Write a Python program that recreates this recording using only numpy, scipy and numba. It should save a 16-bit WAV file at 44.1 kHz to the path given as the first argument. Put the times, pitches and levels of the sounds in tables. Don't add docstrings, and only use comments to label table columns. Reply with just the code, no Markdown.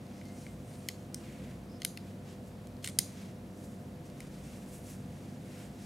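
import sys
import numpy as np
from scipy import signal
from scipy.fft import rfft, irfft, next_fast_len
from scipy.io import wavfile
from scipy.ndimage import uniform_filter1d
from numba import njit

SR = 44100
rng = np.random.default_rng(int(sys.argv[2]) if len(sys.argv) > 2 else 0)


def put_to_file(sound):
    columns = np.atleast_2d(sound).T
    safe = np.clip(columns, -1, 1)
    whole_steps = np.round(safe * 32767)
    wavfile.write(sys.argv[1], SR, whole_steps.astype(np.int16))


N = 258091

# multiple, rms level/dB
FAN_HARMONICS = [(2, -56), (3, -56.5), (4, -55), (5, -58.5), (6, -66.5), (7, -64.5), (8, -68)]
# multiple, rms level/dB
MAINS_HARMONICS = [(4, -75), (5, -63), (6, -69.5), (7, -66), (8, -79)]
# f/Hz, rms level/dB, width/Hz
DRONES = [(60, -61, 8), (117, -60, 11), (248, -61, 14)]
# f/Hz, relative level/dB
AIR_COLOUR = [(25, -49), (42, -43), (52, -17), (80, -9.5), (110, -6.5), (200, -1.5), (260, -6),
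              (400, -15.5), (520, -13), (760, -21), (1300, -27.3), (2200, -31), (6000, -39), (12000, -39.5),
              (15500, -47)]
# f/Hz, correlation
STEREO_LIKENESS = [(60, 0.98916), (290, 0.96729), (640, 0.7499), (1400, 0.446), (3000, 0.3321), (6000, 1),
                   (9000, 0.441), (15000, 0.098)]
# fullest t/s, rise/s, fall/s, rustle level/dB, rustle f/Hz, dull rub level/dB
GLOVE_MOVES = [(.17, .2, .08, -70, 5400, -68), (.42, .17, .14, -63, 7000, -68),
               (.73, .08, .06, -65, 7600, -68), (.86, .08, .09, -65, 7600, -68),
               (1.03, .04, .03, -68, 6900, -76), (1.26, .09, .14, -66, 7600, -60),
               (1.49, .12, .1, -69, 6800, -65), (2.07, .04, .07, -68, 6700, -65),
               (2.3, .05, .06, -63.5, 5400, -62), (2.48, .04, .04, -68, 7400, -75),
               (3.2, .14, .12, -61.5, 5900, -60), (3.6, .05, .22, -64, 7500, -80),
               (4.06, .015, .04, -65, 6500, -69), (4.22, .07, .08, -65, 6700, -64),
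               (4.34, .02, .03, -67, 5200, -74), (4.52, .14, .13, -61, 7200, -62),
               (4.745, .045, .05, -56, 8600, -64), (4.9, .055, .06, -55.5, 7600, -63),
               (5.15, .15, .35, -67, 6700, -66.5), (5.59, .1, .12, -62.5, 7300, -60),
               (5.835, .05, .04, -58, 5800, -62)]
# t/s, peak level/dB (before chatter and bass cut), stock gain/dB,
# steel tilt/(dB per octave), favoured f/Hz, its lift/dB, second f/Hz, its gain/dB,
# tabletop reflection delay/ms, reflection gain/dB
HITS = [(.0675, -46, 9, -5, 2400, 6, 9000, -6, 1.4, -7),
        (.2142, -39.5, 14, -6, 2200, 10, 6500, -10, 1.37, -10),
        (.2544, -46, -5.5, -3, 11000, 6, 4000, 0.1, 1.4, -3),
        (.285, -47, -5, -4, 5700, 8, 7200, 6, 1.4, -6),
        (.4660, -37.5, 14, -2.5, 2200, 10, 10400, -10, 1.33, -10),
        (.7154, -46, 8, -5, 2090, 9, 9000, -4, 1.4, -9), (.7374, -46, 8, -5, 2260, 9, 9000, -4, 1.4, -7),
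        (.755, -47, -3, -5, 4200, 10, 9000, -6, 1.4, -5),
        (.8050, -47, 3.5, -5, 4200, 6, 10000, -5, 1.6, -3), (.8867, -21, 0.1, 1, 5100, 5, 13000, 8, .6, -6),
        (.8876, -22, 10, -2, 2150, 3, 5100, 5, 1.1, -8), (1.1434, -39, -5, -1, 6000, 4, 9000, 3, .4, -3),
        (1.1446, -21, -3, 1.2, 5400, 9, 8400, 6, 1.9, -11),
        (1.8190, -28.5, 9, -7, 2300, 3.6, 7000, -4, .65, -9),
        (1.8322, -39, 1, -3, 4590, 6, 9000, -3, 1.43, -5.5),
        (1.8465, -40, 2, 0.1, 5500, 4, 8800, 4, .9, -3),
        (1.8490, -11.5, 4.5, -1, 3450, 4, 11000, 7.5, 1.35, -8),
        (1.9737, -29, 9, -6, 2500, 8, 7500, -8, 1.15, -6),
        (2.6709, -42, -2, -3, 8550, 6, 4000, 0.1, 1.22, -1.5),
        (2.7680, -47, 4.5, -5, 3810, 6, 9000, -2, 1.4, -12),
        (2.8422, -33, 8, -3, 3000, 6, 9000, -6, 1.4, -6), (2.8445, -21.5, 8, .5, 2700, 6, 7800, 6, .7, -7),
        (2.847, -27, 8, .5, 2900, 6, 10000, -6, 1.4, -8),
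        (2.853, -29, -1.5, -1.5, 8200, 7, 4500, -3, 1.44, -9),
        (2.8600, -33, 6, -1.5, 1700, 5, 9000, -3, 2.6, 0.1),
        (2.8746, -21, 12, 3, 8700, 9, 12600, -8, 2.64, -9), (2.8870, -30, 6, .5, 2000, 6, 9000, 5, .73, -4),
        (2.8966, -36, 3.5, -2.5, 2600, 4, 9000, 4, 1.4, -6.5),
        (2.9880, -6.5, -9, 3, 5100, 7, 10400, 2.5, 1.58, -2),
        (2.9895, -24, -4, -1, 2040, 14, 7650, 8, 2.4, -5), (2.9925, -32, 2, -1, 2050, 12, 9600, 4, 1.4, -6),
        (4.1, -46, 6, -4, 2300, 4, 8000, -3, 1.4, -6),
        (4.2045, -33, 6.5, 2.5, 2200, 10, 9400, 3.5, .8, -11),
        (4.661, -48, 4, -2, 2500, 4, 8000, 2, 1.4, -6)]
# f/Hz, relative level/dB, t60/s, left minus right/dB
STOCK_MODES = [(1480, -13, .0095, 5.5), (1800, -6.5, .008, 4), (2030, -4.5, .013, 4),
               (2420, -5.5, .0075, 6), (2923, -1.8, .0062, 1.5), (3250, -1.5, .0075, 1),
               (3600, -5, .0065, 4), (3980, -10, .007, 3)]
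# f/Hz, relative level/dB, t60/s, left minus right/dB
STEEL_MODES = [(4400, -3.5, .0095, 3), (5020, -5.5, .012, .8), (5380, -4, .0095, -.8), (5891, -9, .008, 3),
               (6300, -4, .0105, -.5), (6900, -3, .0069, .9), (7611, -8, .0105, -.7),
               (8117, -3, .0051, -.7), (8826, -2.5, .0115, 2.3), (9600, -2.5, .0095, -2.5),
               (10086, -2.5, .0048, .3), (10644, -8.5, .0095, -2.4), (11447, -4.5, .0062, 4),
               (12276, -11, .0095, 2.5), (13300, -13, .0053, 10), (13845, -13.5, .008, 5.3),
               (14900, -11, .004, .5)]
RIFLE_MODES = STOCK_MODES + STEEL_MODES
# f/Hz, relative level/dB
ROOM_COLOUR = [(800, -10), (2000, -8), (3600, -5), (4300, -6), (5600, 1.5), (9500, -3), (12500, -7),
               (16000, -14)]
# start t/s, end t/s, level/dB, start f/Hz, end f/Hz, width/Hz
SQUEAKS = [(.12, .23, -71, 5000, 5200, 400), (.16, .23, -72, 6200, 6200, 300),
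           (.14, .4, -70, 2100, 2100, 25), (.23, .34, -70, 4200, 4300, 900),
           (.24, .3, -70, 5800, 6200, 2000), (.3, .56, -70, 8300, 8600, 1500),
           (.35, .5, -69, 5900, 6100, 1500), (.42, .54, -72, 2100, 2100, 25),
           (.64, .83, -68, 8700, 9310, 700), (.7, .77, -68, 3900, 4100, 1800),
           (1.25, 1.55, -68, 2200, 2150, 350), (1.675, 1.795, -67, 5130, 5030, 230),
           (4.72, 4.79, -64, 9300, 9300, 1500)]
# start t/s, end t/s, level/dB (before bass cut)
BOLT_STROKES = [(1.8, 1.849, -61), (2.824, 2.842, -56), (2.842, 2.902, -51.5)]
# t/s, level/dB, f/Hz, t60/s, left minus right/dB
TABLE_JOLT = (2.9887, -23, 175, .022, -9)
# fullest t/s, rise/s, fall/s, level/dB, f/Hz, width/Hz
FAR_RUMBLE = (4.6, .7, .5, -58, 52, 30)


def undb(db):
    return 10 ** (np.asarray(db) / 20)


def unit(x):
    return x / np.sqrt(np.mean(x ** 2))


def band(x, hz, width_hz):
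    return signal.lfilter(*signal.iirpeak(hz, hz / width_hz, fs=SR), x)


def narrow(x, hz, width_hz):
    return unit(band(band(x, hz, width_hz), hz, width_hz))


@njit
def swept_band(x, hz, q):
    y, mid, low = np.empty(len(x)), 0., 0.
    for i in range(len(x)):
        g = np.tan(np.pi * hz[i] / SR)
        v = (mid + g * (x[i] - low)) / (1 + g * (g + 1 / q))
        mid, low, y[i] = 2 * v - mid, low + 2 * g * v, v / q
    return y


def curve_at_bins(table, size):
    hz, values = np.array(table).T
    bin_hz = np.maximum(np.arange(size // 2 + 1) * SR / size, 1)
    return np.interp(np.log(bin_hz), np.log(hz), values)


def stereo_noise(size, colour):
    like = np.clip(curve_at_bins(STEREO_LIKENESS, size), 0, 1)
    mid, side = rfft(rng.standard_normal((2, size)))
    mid, side = mid * np.sqrt(1 + like), side * np.sqrt(1 - like)
    return unit(irfft(np.array([mid + side, mid - side]) * undb(curve_at_bins(colour, size)), size))


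def waver(rate):
    knots = uniform_filter1d(np.repeat(rng.standard_normal(int(N * rate / SR) + 2), 8), 8)
    return 1.2 * np.interp(np.arange(N) * (8 * rate / SR), np.arange(len(knots)), knots)


def swell(at, rise_s, fall_s, shape=1.5):
    t = np.arange(N) / SR - at
    return np.exp(-np.abs(t / np.where(t < 0, rise_s, fall_s)) ** shape)


def pan(left_minus_right_db):
    return undb(np.array([[1], [-1]]) * left_minus_right_db / 2)


def hum(fan_hz=48.391, mains_hz=100.):
    t = np.arange(N) / SR

    def stack(base_hz, harmonics, waver_db):
        return sum(np.sqrt(2) * undb(db + waver_db * waver(3.0194))
                   * np.sin(2 * np.pi * (k * base_hz * t + rng.random())) for k, db in harmonics)

    fan = stack(fan_hz, FAN_HARMONICS, waver_db=1.5)
    buzz = stack(mains_hz, MAINS_HARMONICS, waver_db=-.0811) * pan(-2.5)
    drones = sum(undb(db) * narrow(rng.standard_normal(N), hz, width) for hz, db, width in DRONES)
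    return fan + buzz + drones


def air(level_db=-48):
    return undb(level_db) * stereo_noise(next_fast_len(N, True), AIR_COLOUR)[:, :N]


def gloves(rustle_q=.7, flicker_db=1.2, side_db=-9):
    moves = np.array([swell(*row[:3]) for row in GLOVE_MOVES])
    rustle_db, hz, rub_db = np.array(GLOVE_MOVES).T[3:]
    rustle_gain, rub_gain = undb(rustle_db) @ moves, undb(rub_db) @ moves
    centre_hz = (undb(rustle_db) * hz) @ moves / (rustle_gain + 1e-30)
    fibres = rng.standard_normal((4, N)) * undb(flicker_db * waver(60))
    rustle = unit(swept_band(swept_band(fibres[0], centre_hz, rustle_q), centre_hz, rustle_q))
    rustle_side = narrow(fibres[1], hz=10800, width_hz=3500)
    rub, rub_side = unit(band(fibres[2:], hz=2100, width_hz=1600))
    side = undb(side_db) * np.array([[1], [-1]])
    return (rustle + side * rustle_side) * rustle_gain + (rub + side * rub_side) * rub_gain


def ring(polarity, colour_db=0, tuning=1, length=1):
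    hz, db, t60, pan_db = np.array(RIFLE_MODES).T[:, :, None]
    t = np.arange(1024) / SR
    envelopes = undb(db + colour_db - 60 * t / (length * t60))
    tones = polarity * np.sin(2 * np.pi * hz * tuning * t) * envelopes
    return np.array([(tones * undb(side * pan_db / 2)).sum(axis=0) for side in (1, -1)])


def strike_colour(stock_db, tilt_db, favoured_hz, lift_db, second_hz, second_db):
    hz = np.array(RIFLE_MODES)[:, :1]
    base = np.where(hz < STEEL_MODES[0][0], stock_db, tilt_db * np.log2(hz / 7000))
    favoured = lift_db * np.exp(-(np.log2(hz / favoured_hz) / .22) ** 2)
    second = second_db * np.exp(-(np.log2(hz / second_hz) / .25) ** 2)
    return base + favoured + second


def clicks(scatter_db=1.2, detune=.008, crack_db=-9, crack_t60=.0025, chatter_db=-9, chatter_t60=.026,
           send_db=1.8, ring_loss_per_db=.013):
    close, send = np.zeros((2, 2, N + 4096))
    t = np.arange(1024) / SR
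    polarity = (-1.) ** np.r_[np.arange(len(STOCK_MODES)), 1 + np.arange(len(STEEL_MODES)) // 2][:, None]
    variations = rng.random((len(HITS), 2, len(RIFLE_MODES), 1)) - .5
    chatter = rng.standard_normal((len(HITS), 2, len(t))) * undb(-60 * t / chatter_t60)
    contacts = undb(chatter_db) * chatter / np.sqrt((chatter ** 2).sum(axis=2, keepdims=True))
    contacts[..., 0] += 1
    for row, (scatter, mistune), contact in zip(HITS, variations, contacts):
        at, peak_db, *spot, reflection_ms, reflection_db = row
        colour_db = strike_colour(*spot) + scatter_db * np.sqrt(12) * scatter
        length = 1 + ring_loss_per_db * peak_db
        body = ring(polarity, colour_db, 1 + detune * mistune, length)
        crack = body * undb(-60 * t / crack_t60)
        crack *= np.sqrt((body ** 2).sum() / (crack ** 2).sum())
        click = body + undb(crack_db) * crack
        gain = undb(peak_db) / np.abs(click).max()
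        hit, reflection = signal.fftconvolve(gain * click[None], contact[:, None], axes=2)
        i, j = int(at * SR), int((at + reflection_ms / 1000) * SR)
        close[:, i:i + hit.shape[1]] += hit
        close[:, j:j + hit.shape[1]] += undb(reflection_db) * reflection
        send[:, i:i + len(t)] += undb(send_db) * gain * crack * np.hypot(1, undb(reflection_db))
    return close[:, :N], send[:, :N]


def room(send, predelay_s=.0123, echo_db=-24, tail_db=-15, t60=.34):
    t = np.arange(16384) / SR
    tail = stereo_noise(len(t), ROOM_COLOUR) * undb(-60 * t / t60)
    response = undb(tail_db) * tail / np.sqrt((tail ** 2).sum(axis=1).mean())
    response[:, 0] += undb(echo_db)
    wet = signal.fftconvolve(send.mean(axis=0)[None], response, axes=1)
    return np.pad(wet, ((0, 0), (int(predelay_s * SR), 0)))[:, :N]


def squeaks(fade_s=.02946):
    out = np.zeros(N)
    for start, end, db, start_hz, end_hz, width_hz in SQUEAKS:
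        i, j = int(start * SR), int(end * SR)
        t = np.arange(i, j) / SR
        glide_hz = np.interp(t, [start, end], [start_hz, end_hz])
        tone = unit(swept_band(rng.standard_normal(j - i), glide_hz, start_hz / width_hz))
        envelope = np.interp(t, [start, start + fade_s, end - fade_s, end], [0, 1, 1, 0])
        out[i:j] += undb(db) * tone * envelope
    return out


def bolt_slides(grain_db=3., flutter_db=2.1, fade_s=.001413):
    t = np.arange(N) / SR
    push = sum(undb(db) * np.interp(t, [start, start + fade_s, end, end + fade_s], [0, 1, 1, 0])
               for start, end, db in BOLT_STROKES)
    friction = rng.standard_normal(N)
    grit = undb(grain_db * rng.exponential(size=N) + flutter_db * waver(120))
    slips = push * unit(friction * grit)
    body = ring(polarity=np.sign(rng.standard_normal((len(RIFLE_MODES), 1))))
    body /= np.sqrt((body ** 2).sum(axis=1).mean())
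    return signal.oaconvolve(slips[None], body, axes=1)[:, :N]


def table_jolt():
    at, db, hz, t60, pan_db = TABLE_JOLT
    t = np.maximum(np.arange(N) / SR - at, 0)
    knock = np.sin(2 * np.pi * hz * t) * undb(db - 60 * np.minimum(t / t60, 4))
    return np.array([knock, -knock]) * pan(pan_db)


def far_rumble():
    at, rise_s, fall_s, db, hz, width_hz = FAR_RUMBLE
    return undb(db) * swell(at, rise_s, fall_s) * narrow(rng.standard_normal(N), hz, width_hz)


def scene(bass_cut_hz=1350):
    hits, send = clicks()
    scrape = bolt_slides()
    bass_cut = signal.butter(5, bass_cut_hz, "high", fs=SR, output="sos")
    rifle = signal.sosfilt(bass_cut, hits + scrape)
    walls = room(signal.sosfilt(bass_cut, send + scrape))
    return hum() + air() + gloves() + rifle + walls + squeaks() + table_jolt() + far_rumble()


def record(dry):
    return signal.sosfilt(signal.ellip(12, .2, 70, 15800, fs=SR, output="sos"), dry)


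dry = scene()
out = record(dry)
put_to_file(out)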